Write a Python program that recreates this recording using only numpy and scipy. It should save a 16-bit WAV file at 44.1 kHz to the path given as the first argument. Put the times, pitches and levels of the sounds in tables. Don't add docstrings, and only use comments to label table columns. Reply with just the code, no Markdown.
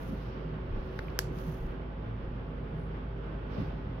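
import sys
import numpy as np
from scipy import signal
from scipy.fft import rfft, irfft
from scipy.io import wavfile

SR = 44100
rng = np.random.default_rng(int(sys.argv[2]) if len(sys.argv) > 2 else 0)


def put_to_file(sound):
    columns = np.atleast_2d(sound).T
    safe = np.clip(columns, -1, 1)
    whole_steps = np.round(safe * 32767)
    wavfile.write(sys.argv[1], SR, whole_steps.astype(np.int16))


N = 176400
T = np.arange(N) / SR


def from_db(db):
    return 10 ** (np.asarray(db) / 20)


def rms_one(x):
    return x / np.sqrt(np.mean(x ** 2) + 1e-20)


def at_hz(points, hz):
    f, value = np.transpose(points)
    return np.interp(np.log(hz), np.log(f), value)


def pan(db):
    return from_db(np.array([[.5], [-.5]]) * db)


def swell(s, length):
    return np.exp(-.5 * ((T - s) / length) ** 2)


def held(start, end, edge_s):
    return .5 * (np.tanh((T - start) / edge_s) - np.tanh((T - end) / edge_s))


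def drift(rate):
    step = 40
    r = np.exp(-2 * np.pi * rate * step / SR)
    noise = rng.standard_normal(N // step + 2002)
    slow = signal.lfilter([1], [1, -2 * r, r * r], noise)[2000:]
    return np.interp(np.arange(N) / step, np.arange(len(slow)), rms_one(slow))


def cab_noise(gain_at):
    # (f/Hz, likeness from -1 to 1)
    likeness = [(60,0.97),(130,0.99),(290,0.87),(640,0.043),(1410,-0.17),(3100,0.093),(15000,-0.28)]
    # (f/Hz, left minus right/dB)
    balance = [(60,0.5),(200,-1.6),(400,-4),(700,-2),(1300,-3.5),(2400,-1.5),(4400,-8),(8000,-11.5),(15000,-2.5)]
    hz = np.maximum(np.arange(N // 2 + 1) * SR / N, 1)
    mid, side = rfft(rng.standard_normal((2, N)))
    alike = np.clip(at_hz(likeness, hz), -.999, .999)
    shared = np.sqrt(1 + alike) * mid
    opposite = np.sqrt(1 - alike) * side * [[1], [-1]]
    spectrum = (shared + opposite) * gain_at(hz) * pan(at_hz(balance, hz))
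    return rms_one(irfft(spectrum, N))


def coloured(spectrum):
    return cab_noise(lambda hz: from_db(at_hz(spectrum, hz)))


def tone(hz, wander, waver_db):
    phase = 2 * np.pi * np.cumsum(hz * (1 + wander * drift(3.97))) / SR
    return np.sqrt(2) * np.sin(phase) * from_db(waver_db * drift(6.9))


def bursts(rows):
    out = 0
    for s, length, db, centre, octaves in rows:
        shape = swell(s, length)
        burst = shape * cab_noise(lambda hz: np.exp(-.5 * (np.log2(hz / centre) / octaves) ** 2))
        out = out + from_db(db) * rms_one(burst) * np.sqrt(np.mean(shape ** 2))
    return out


def cab_ripple(hz):
    ripple_db, spacing_hz, full_from_hz = 2, 10, 510
    size = 4096
    heights = np.interp(hz / spacing_hz, np.arange(size), rng.standard_normal(size))
    return from_db(ripple_db * heights * np.minimum(hz / full_from_hz, 1) ** 2)


def rumble(effort_db):
    # (f/Hz, relative level per Hz/dB)
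    spectrum = [(20,-20),(30,-3),(42,-7),(65,-0.5),(85,-4),(102,-8),(125,-5.5),(180,-5),(250,-9),(320,-8.5),(430,-11.5),(560,-12.5),(760,-18),(1100,-17.5),(1500,-20.5),(1950,-28),(2500,-29),(3150,-32.5),(4000,-43),(5500,-51.5),(7000,-72.5),(12000,-67),(16000,-62.5)]
    base_db, flutter_db = -42, 0.85
    noise = cab_noise(lambda hz: from_db(at_hz(spectrum, hz)) * cab_ripple(hz))
    return noise * from_db(base_db + 0.5 * effort_db + flutter_db * drift(6.4))


def air_modes(effort_db):
    # (f/Hz, width/Hz, level before effort/dB)
    modes = [(79.8,7,-51.5),(118.2,7.4,-47),(153,4.5,-48),(165.9,7.3,-53.5),(202,9,-54),(254.5,5.9,-53.5),(533,2.8,-59.5),(548,7,-63),(674,7.1,-65),(1094,9.7,-67.5)]

    def colour(hz):
        power = 0
        for f, width, db in modes:
            power = power + from_db(db) ** 2 / width / (1 + ((hz - f) / width) ** 2) ** 2
        return np.sqrt(power)

    total = np.sqrt(sum(from_db(db) ** 2 for _, _, db in modes))
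    return cab_noise(colour) * total * from_db(effort_db)


def ride():
    # (t/s, level/dB)
    effort = [(0,0),(.5,1),(1.0,0),(1.35,1.5),(1.8,-1.5),(2.4,-1),(2.8,-1),(3.3,-1.5),(3.6,2.5),(4,-2)]
    effort_db = np.interp(T, *np.transpose(effort))
    return rumble(effort_db) + air_modes(effort_db)


def pump():
    hum_hz, hum_db, waver_db, wander = 50.8, -41, 1.1, .012
    return from_db(hum_db) * tone(hum_hz, wander, waver_db) * pan(-1.0)


def whines():
    # (f/Hz, strong from t/s, strong until t/s, strong level/dB, other level/dB, left minus right/dB)
    rows = [(375.8,0.26,1.88,-51.5,-63.5,-1),(392.4,2.6,3.95,-55,-65,-1.5),(496.7,0.77,1.5,-57,-67,-2),(838,1.6,4.4,-65.5,-70.5,-4.5),(874,2.2,4.4,-71,-74,-1.5),(1489,2.7,5.2,-70,-81,3.5)]
    fade_s, waver_db, wander = 0.033, 1.5, .0015
    out = 0
    for hz, start, end, strong_db, weak_db, pan_db in rows:
        level_db = weak_db + (strong_db - weak_db) * held(start, end, fade_s)
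        out = out + tone(hz, wander, waver_db) * from_db(level_db) * pan(pan_db)
    return out


def sways():
    # (t/s, length/s, peak level/dB)
    rows = [(0.749,0.041,-30),(1.643,0.04,-34),(2.268,0.042,-40.5)]
    sway_hz = 29.2
    out = 0
    for s, length, db in rows:
        out = out + from_db(db) * swell(s, length) * np.cos(2 * np.pi * sway_hz * (T - s))
    return out


def shudders():
    # (t/s, length/s, level/dB, centre f/Hz, width/octaves)
    rows = [(0.115,0.018,-35.5,188,0.52),(0.736,0.039,-39.5,85,0.52),(1.315,0.033,-41.5,227,0.67),(1.498,0.015,-31,158,0.078),(2.1,0.052,-39,115.8,0.09),(2.824,0.078,-42,157,0.16),(3.525,0.015,-38.5,103.5,0.34),(3.598,0.013,-34.5,79,0.3),(3.592,0.013,-32.5,193,0.13),(3.62,0.012,-39.5,262,0.12),(3.585,0.023,-43,430,0.56)]
    return bursts(rows)


def contacts(size):
    # (t/s, level/dB, low-pass f/Hz: lower is softer)
    rows = [(0.9908,-8,1700),(1.1899,0,16300)]
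    rebound_s, rebound_db = 0.00065, -16.5
    force = np.zeros(N)
    n = np.arange(size)
    for s, db, soft_hz in rows:
        r = np.exp(-2 * np.pi * soft_hz / SR)
        push = (1 - r) ** 2 * (1 + n) * r ** n
        for delay, loss_db in ((0, 0), (rebound_s, rebound_db)):
            start = int((s + delay) * SR)
            force[start:start + size] += from_db(db + loss_db) * push
    return force


def click_ring(size):
    # (f/Hz, left level/dB, right level/dB, time to fall by 60 dB/s)
    modes = [(497,-23,-29.5,0.013),(880,-31,-27.5,0.017),(1620,-14,-21,0.0085),(3220,-20,-21.5,0.0041),(4460,-35.5,-27.5,.01),(4900,-23.5,-31.5,0.013),(5420,-42.5,-15,0.01),(6210,-30.5,-20.5,0.01),(7810,-34,-22.5,.006),(11400,-20,-18,0.0062),(12560,-32,-15,.006),(15000,-25.5,-25.5,.004)]
    left_lag_s = 0.00011
    t = np.maximum(T[:size] - np.array([[left_lag_s], [0]]), 0)
    ring = 0
    for k, (hz, left, right, t60) in enumerate(modes):
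        wave = np.sin(2 * np.pi * hz * t) * np.exp(-np.log(1000) * t / t60)
        ring = ring + from_db([[left], [right]]) * wave * (-1) ** k
    return ring


def cab_echo(ring):
    # (f/Hz, relative level per Hz/dB)
    spectrum = [(200,5),(450,3.5),(1500,3),(3000,0.5),(5500,3.5),(8500,-4.5),(12000,3),(16000,-6.5)]
    echo_db, t60_s, treble_t60_s, treble_hz = -14.5, 0.31, 0.17, 4500
    echo = coloured(spectrum)
    body = signal.lfilter(*signal.butter(1, treble_hz, fs=SR), echo)
    treble = echo - body
    tail = body * np.exp(-np.log(1000) * T / t60_s) + treble * np.exp(-np.log(1000) * T / treble_t60_s)
    return tail * from_db(echo_db) * np.sqrt(np.sum(ring ** 2) / np.sum(tail ** 2))


def clicks():
    size = SR // 50
    force = contacts(size)
    ring = click_ring(size)
    direct = signal.fftconvolve(force[None], ring, axes=1)[:, :N]
    echo = signal.fftconvolve(force[None], cab_echo(ring), axes=1)[:, :N]
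    return direct + echo


def creaks():
    # (t/s, length/s, level/dB, centre f/Hz, width/octaves)
    rows = [(.9914,0.00063,-36,1900,0.65),(.9915,0.0006,-49,4100,0.3),(.994,0.0013,-39,1610,0.33),(1.0843,0.00081,-43,2460,0.23),(1.1023,0.0005,-56.5,4700,0.27),(1.388,0.0012,-55.5,4280,0.41)]
    return bursts(rows)


def rustle(strokes, spectrum, rough_db):
    level = sum(from_db(db) * swell(s, length) ** 2 for s, length, db in strokes)
    return coloured(spectrum) * level * from_db(rough_db * drift(40))


def clothing():
    # (t/s, length/s, level/dB)
    swishes = [(.05,0.094,-62.5),(.22,.07,-73),(1.0,0.25,-76.5),(1.385,0.05,-63.5),(1.49,0.088,-63.5),(1.63,.1,-70.5),(2.82,0.068,-86),(3.62,.1,-76.5)]
    # (f/Hz, relative level per Hz/dB)
    swish_colour = [(1500,-15.5),(3000,4),(4700,0.5),(6700,-1.5),(7700,-24),(9000,-6),(12000,2.5),(15500,-1.5)]
    # (t/s, length/s, level/dB)
    rubs = [(.27,0.18,-57.5),(.95,0.26,-60.5),(3.53,0.026,-59),(3.6,0.068,-55),(3.75,0.14,-64.5)]
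    # (f/Hz, relative level per Hz/dB)
    rub_colour = [(300,-1),(600,8.5),(1500,2.5),(3000,-1),(5500,-10),(7500,-37.5),(15000,-27.5)]
    return rustle(swishes, swish_colour, rough_db=1.5) + rustle(rubs, rub_colour, rough_db=0.8)


def squeaks():
    # (t/s, length/s, start f/Hz, middle f/Hz, end f/Hz, level/dB)
    rows = [(.84,0.052,9400,9750,9800,-93),(0.91,0.067,10400,11450,11900,-86),(0.969,0.13,12100,12550,11950,-83),(0.973,0.089,8900,9600,9200,-84.5),(2.46,0.18,9150,9300,9660,-100),(2.682,.11,9660,10000,10850,-94),(2.778,.028,11500,12100,11400,-88),(2.775,0.088,9650,9450,9350,-88.5),(2.805,0.073,10450,10330,10250,-91)]
    grain_hz, wander, edge_s, pan_db = 120, 0.0044, .008, -11
    out = 0
    for s, length, start_hz, middle_hz, end_hz, db in rows:
        along = np.clip((T - s) / length, 0, 1)
        arc = (middle_hz - .5 * (start_hz + end_hz)) * np.sin(np.pi * along)
        glide = start_hz + (end_hz - start_hz) * along + arc
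        hz = glide * (1 + wander * drift(30))
        phase = 2 * np.pi * np.cumsum(hz) / SR
        grainy = drift(grain_hz) * np.sin(phase) + drift(grain_hz) * np.cos(phase)
        out = out + from_db(db) * grainy * held(s, s + length, edge_s)
    return out * pan(pan_db)


def scene():
    machinery = ride() + pump() + whines()
    bumps = sways() + shudders()
    small_sounds = clicks() + creaks() + clothing() + squeaks()
    return machinery + bumps + small_sounds


def record(dry):
    bass_cut_hz, top_cut_hz = 15, 16000
    x = signal.sosfilt(signal.butter(2, bass_cut_hz, "high", fs=SR, output="sos"), dry)
    return signal.sosfilt(signal.ellip(10, .2, 80, top_cut_hz, fs=SR, output="sos"), x)


dry = scene()
out = record(dry)
put_to_file(out)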